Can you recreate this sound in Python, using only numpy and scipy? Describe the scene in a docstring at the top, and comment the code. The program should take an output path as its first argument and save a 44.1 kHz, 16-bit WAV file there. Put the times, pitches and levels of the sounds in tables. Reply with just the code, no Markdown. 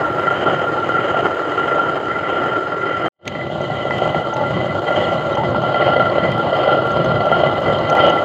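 """Hand-turned stone quern

Outdoors, a phone microphone close to a stone quern grinding grain, nearer still before the one hard cut.
Rubbing and breaking kernels drive filtered noise in the gap, a ground rumble and the upper stone's modes.
Cracks are damped thuds with ringing; grit pings, scrapes and squeaks; grain ticks; a bangle clinks.
One brief whistle slides down over a faint hiss. The sound is cut off once and fades back in."""
import sys
import numpy as np
from scipy import signal
from scipy.fft import rfft, irfft
from scipy.io import wavfile
from scipy.ndimage import uniform_filter1d, map_coordinates

SR = 44100
rng = np.random.default_rng(int(sys.argv[2]) if len(sys.argv) > 2 else 0)


def invert_db(level):
    """Linear amplitude ratio for a level in decibels (20 dB per decade), elementwise."""
    return 10 ** (np.asarray(level, dtype=float) / 20)


def bounce(signal):
    """Save signal as a 16-bit WAV file at the path given by the first command-line argument."""
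    frames = np.transpose(np.atleast_2d(signal))
    limited = np.clip(frames, -1, 1)
    pcm = np.round(limited * 32767).astype(np.int16)
    wavfile.write(sys.argv[1], SR, pcm)


N = 363384
T = np.arange(N) / SR
CUT_S = 3.0838  # the hard cut; the microphone is nearer before it

# Levels in the tables are relative: each source scales its own.
# spectra of the crush in the gap, nearer and farther: (frequency [Hz], gain [dB])
CRUSH_NEAR = [(100, -71), (220, -21), (290, -6), (370, -1), (450, -4.5), (600, -2), (850, -7.5),
              (1000, -13), (1150, -10), (1300, -7.5), (1600, -19.5), (1900, -15.5), (2400, -29),
              (3300, -31), (5000, -94.5)]
CRUSH_FAR = [(100, -67), (220, -23), (290, -9), (350, -2), (430, -9), (520, -2.5), (600, 1.5), (680, -4.5),
             (790, -5.5), (880, -11.5), (1000, -15.5), (1150, -10.5), (1300, -17), (1700, -28),
             (2500, -41.5), (3300, -30.5), (5000, -93.5)]
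# spectra of ground rumble, grit, husk fizz and air hiss: (frequency [Hz], gain [dB])
RUMBLE_SPECTRUM = [(15, -35.5), (40, -32.5), (60, -15.5), (100, -1.5), (145, 3), (200, -3), (260, -3.5),
                   (400, -37.5), (1000, -88)]
GRIT_SPECTRUM = [(1500, -63), (2800, -16.5), (3500, 8), (4050, 6.5), (4600, -1.5), (5300, -11),
                 (6000, -41.5), (9000, -82)]
FIZZ_SPECTRUM = [(3500, -51.5), (5400, -8), (6200, -2.5), (6700, 0.5), (6900, -3.5), (7400, -3.5),
                 (8200, -16), (10000, -23), (13000, -40)]
AIR_SPECTRUM = [(5000, -40.5), (8000, 3), (10500, -5), (11500, -1.5), (12300, -3), (13500, -0.5),
                (15500, -2)]
# spectrum of the bright snap of a grain tick: (frequency [Hz], gain [dB])
SNAP_SPECTRUM = [(4000, -23.5), (7000, 2.5), (10000, -4), (12000, -3), (15500, -7)]

# modes of the upper stone, by family: (frequency [Hz], width [Hz], level [dB])
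FIRST = [(1320, 45, -12.5), (1356.4, 32.8, -0.5), (1386, 28, 1.5)]
SECOND = [(1991, 36, -1), (2009, 17, 2)]
THIRD = [(2958, 69, -0.5), (3135, 32, 4.5)]
FOURTH = [(4050, 55, -4), (4270, 50, -5), (4390, 40, 0), (4780, 81, -8), (5145, 45, -7.5),
          (5270, 40, -16.5)]
FIFTH = [(7280, 80, 0)]
# before the cut the stone is loaded differently, so three families sit elsewhere: same columns
SECOND_NEAR = [(1984, 40, 0), (2010, 40, -0.5)]
THIRD_NEAR = [(2940, 66, -1), (3120, 26, 4)]
FOURTH_NEAR = [(4060, 65, -7.5), (4400, 44, -4.5), (4760, 85, -2), (5100, 38, -1)]
# broad contact between the faces, weak far from a mode family: (frequency / first mode [ratio], gain [dB])
CONTACT = [(.2, -36), (0.698, 2.5), (1.3, -4), (3.001, -31.5), (8.001, -70.5)]

# angle of the handle; it stands just after the cut, then gathers speed: (time [s], angle [turns])
HANDLE = [(-0.23, 0), (0.43, 1), (1.1, 2), (1.69, 3), (2.3, 4), (3.08, 5), (3.09, 6), (4.04, 6), (5.0, 7),
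          (5.87, 8), (6.64, 9), (7.38, 10), (8.03, 11), (8.3, 11.5)]
# how hard the stone is worked: (time [s], level [dB])
EFFORT = [(0, 2.5), (.8, 1), (1.5, 1.6), (2, -0.5), (2.6, -1.5), (3.08, -1.4), (3.3, -10), (3.7, -6),
          (4.1, -2.5), (4.5, -1), (5, -1), (5.4, -0.5), (5.8, 1.5), (6.3, 1.6), (6.9, 2), (7.5, 1.5),
          (7.85, 2), (8.05, 4.5), (8.24, 2)]
# loose husks between the faces: (time [s], level [dB])
HUSKS = [(0, 0.5), (1.5, .5), (3.08, -2), (3.4, -3), (4, 3), (4.45, 0), (5.1, 4), (5.5, -1.5), (6.8, -2),
         (8.2, 0.5)]
# uneven faces make each layer swell; per layer one row before the cut and one after:
# (level [dB], slope [dB per dB of effort], once-a-turn swell [dB], its peak [turns],
#  twice-a-turn swell [dB], its peak [turns])
SWELL = dict( crush=[(-21.5, 1, 2, .11, 0.63, 0.11), (-24, 1.01, 0.3, 0.05, 1.32, 0.014)],
         knock=[(0.4, -0.6, 1.5, .55, 0.8, 0.13), (-0.6, -0.36, 0, 0.4, -0.1, .01)],
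         mouth=[(0.3, 0.3, 0.4, .1, 0, .1), (0.7, 0.43, 3.5, 0.0, -0.5, .01)],
         rumble=[(-33, 1.25, 1.5, .07, .9, 0.24), (-31, 0.44, 1.1, -.42, 1.76, 0.075)],
         first=[(-23, 0.1, 1.2, 0.063, 0.8, 0.23), (-30, 1.16, 1.5, .05, 0, .24)],
         second=[(-38.5, -1, 5, -.1, 1.5, .24), (-38, 0.78, 1.5, 0.05, 2.5, 0.0069)],
         third=[(-38.5, 0.7, 2.5, .01, 0.5, 0.25), (-40, 0.97, 2.5, .01, 2, .01)],
         grit=[(-52, 0.7, -0.3, .09, 0, .14), (-52.5, 0.4, 0.5, -0.013, 0.2, .01)],
         fourth=[(-57, 0.5, .5, .09, 0.5, .14), (-57.5, 1, 0.8, 0.01, 1.6, .01)],
         fizz=[(-57.5, 0.3, 0.7, .04, 0.5, .19), (-63.5, 0.2, 0.5, .05, 1, -.05)],
         hiss=[(-68.5, 1.2, 0.5, .42, -0.7, .2), (-74.5, 1.6, 0.5, .15, 0.2, -.05)])
# the rumble thickens or thins for a moment: (time [s], length [s], change [dB])
LURCHES = [(.15, .25, -0.5), (1.2, 0.14, 0), (1.45, 0.39, -4.5), (3.9, .5, 1.5), (4.3, .15, -4.5),
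           (4.85, 0.21, -3.5), (5.75, 0.11, -2), (6.7, 0.21, -4), (7.15, 0.16, 3), (8.2, 0.27, -4)]
# brief changes of the first, second and third rings: (time [s], length [s], change [dB])
FIRST_DULLS = [(1.37, 0.15, -3.5), (2.0, 0.11, 0), (3.4, .2, -1), (4.6, 0.13, -4), (5.45, 0.13, -4),
               (6.3, 0.099, -6), (6.47, 0.073, -11), (7.82, 0.13, -7)]
SECOND_FLARES = [(.27, 0.1, 5), (.95, .2, 3), (1.65, 0.18, 3), (1.95, 0.23, -11), (2.14, .1, 4.5),
                 (2.95, .2, 2.5), (3.23, .08, -3), (3.4, 0.16, 3), (3.57, 0.14, -10.5), (4.28, 0.069, -3),
                 (4.7, 0.083, 3.5), (4.8, .08, -7), (5.0, 0.28, 2.5), (5.6, 0.22, -5), (6.1, 0.42, 2),
                 (6.44, 0.092, -5), (6.9, 0.45, -6), (7.35, 0.24, -3), (7.55, 0.36, -0.5)]
THIRD_GLINTS = [(.08, 0.22, -5), (.49, .1, 2), (.7, .06, -6), (1.05, .12, 2.5), (1.28, .08, -4.5),
                (1.42, .05, -3), (2.19, .12, -2.5), (2.32, .08, 4.5), (2.76, 0.13, -4), (3.42, 0.091, -3.5),
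                (3.59, 0.087, -3.5), (4.28, .08, -2), (4.82, .1, -4), (4.97, 0.11, 3), (5.5, .07, -6),
                (8.06, .1, 4)]

# kernels that crack loudly: (time [s], level [dB], thud pitch [Hz])
CRACKS = [(0.101, -10, 360), (0.269, -17, 611), (0.302, -12.5, 611), (0.461, -5, 380), (0.615, -9, 545),
          (0.641, -6, 614), (0.942, -8.5, 397), (0.991, -11, 374), (1.079, -11, 587), (1.144, -2.5, 660),
          (1.167, -8.5, 600), (1.226, -7.5, 388), (1.452, -14, 490), (1.716, -8, 511), (1.784, -7, 778),
          (1.815, -9, 611), (2.001, -10, 533), (2.159, -15, 380), (2.209, -13, 533), (2.298, -9, 630),
          (2.326, -7.5, 517), (2.408, -11.5, 360), (2.766, -10, 417), (2.91, -11.5, 503), (3.04, -11, 406),
          (3.392, -15, 600), (3.501, -15.5, 621.3), (3.606, -16, 600), (3.701, -12, 700), (3.853, -15, 540),
          (3.908, -11.5, 900), (4.02, -8, 530), (4.146, -6.5, 705), (4.329, -11.5, 786), (4.36, -12, 614),
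          (4.819, -12, 564), (4.868, -11.5, 552), (4.949, -11, 595), (5.372, -8.5, 900), (5.435, -10, 850),
          (5.547, -9, 855), (5.743, -10, 720), (5.8, -7, 576), (5.963, -5, 554), (5.998, -4.5, 623),
          (6.182, -3, 590), (6.529, -8, 594), (6.678, -3.5, 600), (6.853, -8.5, 556), (7.0, -8, 614),
          (7.205, -4.5, 645), (7.316, -4.5, 680), (7.435, -3.5, 616), (7.619, -11, 600), (7.949, -7, 700)]
# grit striking the stone, pinging its first modes, or its second nearer the rim: (time [s], level [dB])
PINGS = [(0.045, -7.5), (0.178, -10), (0.225, -11), (0.2703, -3.5), (0.304, -7), (0.4633, -10.5),
         (0.5102, -8), (0.9413, -6.5), (0.975, -8), (1.066, -10), (1.1552, -6), (1.2491, -4.5),
         (1.574, -10.5), (1.7224, -5.5), (1.79, -4), (1.878, -8), (2.092, -9.5), (2.355, -10.5),
         (2.382, -11), (2.4399, -12), (2.556, -9.5), (2.718, -10), (2.824, -10), (2.9156, -11),
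         (4.239, -17), (5.5462, -15.5), (5.8022, -14), (5.9976, -11), (6.0583, -16), (6.3794, -14),
         (6.6872, -13), (7.3183, -12.5), (7.9089, -12), (7.9828, -10)]
RIM_PINGS = [(0.2692, -17), (1.0419, -23), (1.6311, -16), (1.7125, -19.5), (2.1115, -16), (2.2666, -22),
             (2.4901, -20), (3.3517, -20), (3.4133, -18), (3.649, -25), (3.908, -13.5), (4.1483, -16),
             (4.8802, -20), (4.966, -19), (5.7447, -17), (5.8223, -16), (5.9637, -17), (6.2247, -23),
             (6.3215, -22.5), (7.209, -25), (7.7093, -24), (7.9722, -20), (8.1747, -17.5)]
# short hollow scrapes: (time [s], length [s], level [dB])
SCRAPES = [(0.796, 0.058, -25.5), (4.4, 0.13, -28), (5.41, 0.15, -26.5), (6.445, 0.079, -35),
           (7.99, 0.094, -33)]
# grit pinched between the faces: (time [s], level [dB], frequency [Hz])
SQUEAKS = [(3.648, -45, 4020), (4.8802, -42, 4030), (5.0514, -39, 4220), (5.1791, -43, 4050),
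           (5.3272, -38, 3810), (5.74, -42, 4410), (5.815, -44, 4370), (5.9618, -40, 4370),
           (6.005, -40, 4070), (6.0955, -40.5, 4390), (6.632, -41, 4390), (6.6772, -41, 3750),
           (7.088, -41, 4230), (7.1491, -43, 4000), (7.207, -39, 4390), (7.3566, -42, 4380),
           (7.4414, -40, 4200), (7.7841, -41, 4070)]
# dry ticks of grain on the sheet: (time [s], snap level [dB], body level re snap [dB])
TICKS = [(0.123, -40, 4), (0.2106, -38, 7), (0.2282, -41.5, 11.5), (0.3985, -44, 5), (0.4399, -44, 5),
         (0.5018, -45, 8), (0.6736, -38, 0), (0.801, -40.5, 12), (0.8924, -55, 11), (1.3467, -42, 15),
         (1.371, -46.5, 14), (1.5244, -46, 5), (1.5486, -45, 12), (1.7462, -43, 5), (1.783, -44.5, 12.5),
         (1.9031, -47, 5), (1.9959, -44, 8), (2.4117, -44, -1), (2.9716, -48.5, 16), (3.2545, -45.5, 21),
         (3.2778, -33, 16), (3.9071, -54.5, 28), (3.9822, -40, 16), (4.0517, -45, 6), (4.206, -48, 3),
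         (4.367, -40, 16), (4.4697, -45, 3), (4.5074, -46, 10), (4.5512, -56, 19), (5.1417, -47, 5),
         (5.3528, -52, 25), (6.003, -44, 11), (6.318, -38, 13), (6.3812, -41.5, 8), (6.6787, -47, 5),
         (6.872, -42, 8), (6.9052, -43, 13.5), (7.0449, -41, 3), (7.2554, -43, 10), (7.6054, -41, 0),
         (7.6195, -46, 5), (7.7854, -50, 21.5), (7.8984, -39.5, 19.5), (7.9516, -34.5, 9.5),
         (7.9674, -44, 5), (8.0964, -41.5, 8)]
# bangle clinks: (time [s], level [dB])
CLINKS = [(3.276, -31), (3.6136, -42), (4.338, -34), (5.3257, -46), (5.3518, -35.5), (5.5034, -47),
          (5.6211, -45), (6.9167, -44), (7.0455, -39.5), (7.257, -46), (7.619, -45), (7.7877, -47),
          (7.8996, -31), (7.9683, -42), (8.0669, -41), (8.098, -37)]
# modes of the bangle: (frequency [Hz], level [dB], 60 dB decay time [s])
BANGLE = [(5900, -3, .025), (6180, 0, .03), (6500, -1, .025)]
# the one chirp: (time [s], frequency [Hz], level [dB])
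CHIRP = [(5.02, 3410, -61), (5.03, 3520, -38), (5.038, 3450, -39), (5.046, 3240, -29), (5.056, 2930, -34),
         (5.064, 2740, -40), (5.075, 2290, -56.5)]
# fine sheen at the very top of the hiss: (time [s], level [dB])
SHEEN = [(0, -84), (3.08, -84), (3.3, -83.5), (3.9, -79), (4.4, -79.5), (5, -80), (5.6, -81), (6.2, -86),
         (8.24, -85.5)]
# gain after the cut; the last value holds to the end: (time [s], gain [dB])
FADE = [(3.084, -55), (3.098, -90.5), (3.125, -72), (3.186, -52), (3.194, -38), (3.24, -17), (3.252, -8),
        (3.273, 4.5)]


def unit(x):
    """Scale to rms 1."""
    return x / np.sqrt(np.mean(x ** 2))


def curve(points):
    """Straight lines through (time, value) rows."""
    return np.interp(T, *np.transpose(points))


def bumps(events):
    """Sum of bell-shaped swells, one per (time, length, height) row."""
    return sum(height * np.exp(-(2 * (T - s) / length) ** 2) for s, length, height in events)


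def impulses(events):
    """One spike per (time, level) row."""
    x = np.zeros(N)
    s, db = np.transpose(events)
    x[(s * SR).astype(int)] = invert_db(db)
    return x


def walk(rate):
    """Random levels held 1 / rate s and slewed twice, without slow drift; spread 1."""
    hold = int(SR / rate)
    steps = np.repeat(rng.standard_normal(N // hold + 1), hold)
    x = uniform_filter1d(uniform_filter1d(steps, hold), hold)[:N]
    return unit(x - uniform_filter1d(x, SR // 6))


def grains(rate, spread_db):
    """Random clicks, rate per second, most small and a few large, with a ceiling on size."""
    hit = rng.random(N) < rate / SR
    size = np.minimum(rng.exponential(size=N), 4.6)
    return unit(hit * rng.choice([-1., 1.], N) * invert_db(spread_db * size))


def colour(x, points, size=4096):
    """Causal minimum-phase filter through (frequency, gain) rows, from the cepstrum of the log gain."""
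    hz, db = np.transpose(points)
    bins = np.fft.rfftfreq(size, 1 / SR)
    cepstrum = irfft(np.log(invert_db(np.interp(np.log(bins + 1), np.log(hz), db))))
    # fold the cepstrum onto positive time
    cepstrum[1:size // 2] *= 2
    cepstrum[size // 2 + 1:] = 0
    return signal.fftconvolve(x, irfft(np.exp(rfft(cepstrum))))[:N]


def ring(x, modes, flip=-1):
    """Sum of resonators, each weighted by a further factor of flip; a negative flip alternates the sign."""
    return sum(flip ** k * invert_db(db) * signal.lfilter(*signal.iirpeak(hz, hz / width, SR), x)
               for k, (hz, width, db) in enumerate(modes))


def family(force, modes, flip=1):
    """Modes driven through the broad contact, which is weak far from the first of them."""
    contact = [(ratio * modes[0][0], db) for ratio, db in CONTACT]
    return colour(ring(force, modes, flip), contact)


def either(force, near, far, flip):
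    """One set of modes before the cut, another after, as the load on the stone differs."""
    return np.where(T < CUT_S, unit(family(force, near, flip)), unit(family(force, far, flip)))


def wander(x):
    """The moving contact detunes a ring: a varying delay strays its pitch a little, up and down."""
    late = np.cumsum(walk(30)) * 0.0018  # typical pitch change as a share
    late = late - uniform_filter1d(late, SR // 2)
    return map_coordinates(x, [np.arange(N) - late], mode="mirror")


def swell(layer):
    """Level of a layer in dB from effort and the angle of the handle over the uneven faces."""
    columns = np.transpose(SWELL[layer])
    db, slope, once_db, once, twice_db, twice = (np.where(T < CUT_S, *c) for c in columns)
    turns = curve(HANDLE)
    once_a_turn = once_db * np.cos(2 * np.pi * (turns - once))
    twice_a_turn = twice_db * np.cos(4 * np.pi * (turns - twice))
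    return db + slope * curve(EFFORT) + once_a_turn + twice_a_turn


def quern():
    """One jerky contact force of rubbing and breaking kernels drives the gap, the ground and the stone."""
    force = contact_force()
    sound = gap_crush(force) + ground_rumble(force) + stone_rings(force) + grit_and_husks(force)
    # a hard kernel holds the faces apart just before it bursts, so the level dips
    hold_s, hold_db = 0.015, -3
    holds = [(s - hold_s / 2, hold_s, hold_db) for s, _, _ in CRACKS]
    return invert_db(bumps(holds)) * sound


def contact_force():
    """The load jerks as kernels catch and give way, heard in all bands together."""
    jerk = 0.75 * walk(22) + 2.07 * walk(70)
    breaking = grains(600., 2.86)

    def force(share, jerky, own_db):
        """Rubbing noise with a share of breaking kernels, the common jerk and a flicker of its own."""
        rub = rng.standard_normal(N) + share * breaking
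        return rub * invert_db(jerky * jerk + own_db * walk(25))

    return force


def gap_crush(force):
    """Crushing noise in a gap that opens and closes in places, so narrow regions come and go alone."""
    crush = force(0.94, 0.34, 0.5)
    gap = np.where(T < CUT_S, unit(colour(crush, CRUSH_NEAR)), unit(colour(crush, CRUSH_FAR)))
    gap = gap + sum((invert_db(0.9 * walk(20)) - 1) * ring(gap, [(hz, hz / 5, 0)])
                    for hz in 280 * 1.25 ** np.arange(7))
    # two bands of the gap swell on their own
    knock = (invert_db(swell("knock")) - 1) * ring(gap, [(360, 87, 0.0018)])
    mouth = (invert_db(swell("mouth")) - 1) * ring(gap, [(750, 190, 0)])
    return invert_db(swell("crush")) * (gap + knock + mouth)


def ground_rumble(force):
    """The ground under the quern answers the contact force with low noise."""
    rumble = unit(colour(force(.4, 0.48, 0.47), RUMBLE_SPECTRUM))
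    return invert_db(swell("rumble") + bumps(LURCHES)) * rumble


def stone_rings(force):
    """The upper stone rings on four families of modes, the lower three straying in pitch."""
    first = unit(wander(family(force(0.75, 0.27, 0.31), FIRST, -0.94)))
    second = wander(either(force(0.89, 0.49, 1.5), SECOND_NEAR, SECOND, 0.98))
    third = wander(either(force(0.8, 0.31, 0.54), THIRD_NEAR, THIRD, 0.99))
    high_force = ring(force(1.1, 0.28, 1.3), [(5000, 3000, 0)])
    fourth = either(high_force, FOURTH_NEAR, FOURTH, -1.03)
    return (invert_db(swell("first") + bumps(FIRST_DULLS)) * first
            + invert_db(swell("second") + bumps(SECOND_FLARES)) * second
            + invert_db(swell("third") + bumps(THIRD_GLINTS)) * third
            + invert_db(swell("fourth")) * fourth)


def grit_and_husks(force):
    """Grit rubs as mid-treble noise; husks snap in narrow treble patches, each flickering alone."""
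    grit = force(0.96, 0.2, 0.67)
    husks = sum(ring(force(.6, .4, 2.0), [(hz, 700, 0)]) for hz in range(5400, 9000, 700))
    # the grit also rings the fifth mode of the stone
    fizz = unit(husks) + invert_db(-15.5) * unit(ring(grit, FIFTH))
    return (invert_db(swell("grit")) * unit(colour(grit, GRIT_SPECTRUM))
            + invert_db(swell("fizz") + curve(HUSKS)) * unit(colour(fizz, FIZZ_SPECTRUM)))


def cracks():
    """A hard kernel bursts: a thud of a few cycles in the gap, and the stone rings after it."""
    t = T[:SR // 40]
    thud = np.zeros(N + len(t))
    for s, db, hz in CRACKS:
        i = int(s * SR)
        envelope = t * hz / 2.0 * np.exp(-t * hz / 0.89)
        thud[i:i + len(t)] += invert_db(db + 11.5) * envelope * np.sin(2 * np.pi * hz * t)
    blow = impulses(np.array(CRACKS)[:, :2])
    return (thud[:N] + invert_db(25.5) * family(blow, FIRST, -1.1)
            + invert_db(17) * family(blow, SECOND) + invert_db(14.0) * family(blow, THIRD))


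def pings():
    """Grit strikes the stone: single blows ring the first modes, or the second nearer the rim."""
    single = impulses([(0, 0)])
    first_peak = np.abs(family(single, FIRST, -1)).max()
    second_peak = np.abs(family(single, SECOND)).max()
    return (invert_db(-3.5) * family(impulses(PINGS), FIRST, -0.91) / first_peak
            + invert_db(-5.0) * family(impulses(RIM_PINGS), SECOND) / second_peak)


def scrapes():
    """Coarse grit dragged through a hollow of the gap: rough noise through one resonance."""
    drag = rng.standard_normal(N) * invert_db(3.2 * walk(40)) + grains(300., 2.6)
    hollow = [(856, 87, 0)]  # Hz, width Hz, dB
    strokes = bumps([(s, length, invert_db(db)) for s, length, db in SCRAPES])
    return strokes * unit(family(ring(drag, hollow), hollow))


def squeaks():
    """Grit pinched between the faces: brief narrow tones that swell and fade."""
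    t = T[:SR // 20]
    rise_s = .003  # it fades in about five times that
    envelope = t / rise_s * np.exp(1 - t / rise_s)
    out = np.zeros(N + len(t))
    for s, db, hz in SQUEAKS:
        i = int(s * SR)
        out[i:i + len(t)] += invert_db(db) * envelope * np.sin(2 * np.pi * hz * t)
    return out[:N]


def ticks():
    """Grain falls on the sheet: short decaying bursts of noise, a bright snap and a duller body."""
    s, db, body_db = np.transpose(TICKS)
    noise = rng.standard_normal(N)

    def bursts(levels, decay_s):
        """Noise under an exponential decay from each tick."""
        decay = np.exp(-T[:SR // 50] / decay_s)
        return signal.fftconvolve(impulses(np.c_[s, levels]), decay)[:N] * noise

    snap = colour(bursts(db, .0016), SNAP_SPECTRUM)
    body = family(bursts(db + body_db, .0028), [(2960, 10000, 0.0014)])
    return invert_db(-6.0) * snap + invert_db(3.5) * body


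def bangle():
    """Small glassy modes that die within a thirtieth of a second, a little different each time."""
    t = T[:SR // 10]
    pitch_scatter, level_scatter_db = .012, 2.5  # from clink to clink; pitch as a share
    # the strike lasts a moment, so the ring swells in
    onset = np.minimum(t / 0.00083, 1)
    out = np.zeros(N + len(t))
    for (s, clink_db), chance in zip(CLINKS, rng.standard_normal((len(CLINKS), 6))):
        clink = np.zeros(len(t))
        for k, (hz, db, t60) in enumerate(BANGLE):
            decay = invert_db(db + level_scatter_db * chance[k + 3] - 60 * t / t60)
            clink += decay * np.sin(2 * np.pi * hz * (1 + pitch_scatter * chance[k]) * t)
        i = int(s * SR)
        out[i:i + len(t)] += invert_db(clink_db - 5.0) * clink * onset
    return out[:N]


def chirp():
    """A clean whistle that slides down after a slight rise: one sine of gliding pitch."""
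    s, hz, db = np.transpose(CHIRP)
    phase = 2 * np.pi * np.cumsum(np.interp(T, s, hz)) / SR
    return invert_db(np.interp(T, s, db, left=-150, right=-150)) * np.sin(phase)


def air():
    """Faint hiss with sparse tiny ticks of scattered grain, and a flickering sheen on top."""
    hiss = rng.standard_normal(N) * invert_db(1.5 * walk(17)) + .45 * grains(70., 3.3)
    sheen = ring(rng.standard_normal(N) * invert_db(3.0 * walk(120)), [(13300, 1400, 0)])
    return (invert_db(swell("hiss") + .3 * curve(HUSKS)) * unit(colour(hiss, AIR_SPECTRUM))
            + invert_db(curve(SHEEN)) * unit(sheen))


def scene():
    """All sources, close and dry, in one channel."""
    grinding = quern() + cracks() + pings() + scrapes() + squeaks()
    around = ticks() + bangle() + chirp() + air()
    return (grinding + around)[None, :]


def band_limit(x):
    """A steep low-pass at the top of the band."""
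    return signal.sosfilt(signal.butter(12, 15550, fs=SR, output="sos"), x)


def record(dry):
    """A gain curve cuts the sound off hard once and fades it back in."""
    edit = np.where(T < CUT_S, 1, invert_db(curve(FADE)))
    edit = uniform_filter1d(edit, SR // 1500)  # softens the edge of the cut
    return band_limit(dry * edit)


dry = scene()
out = record(dry)
bounce(out)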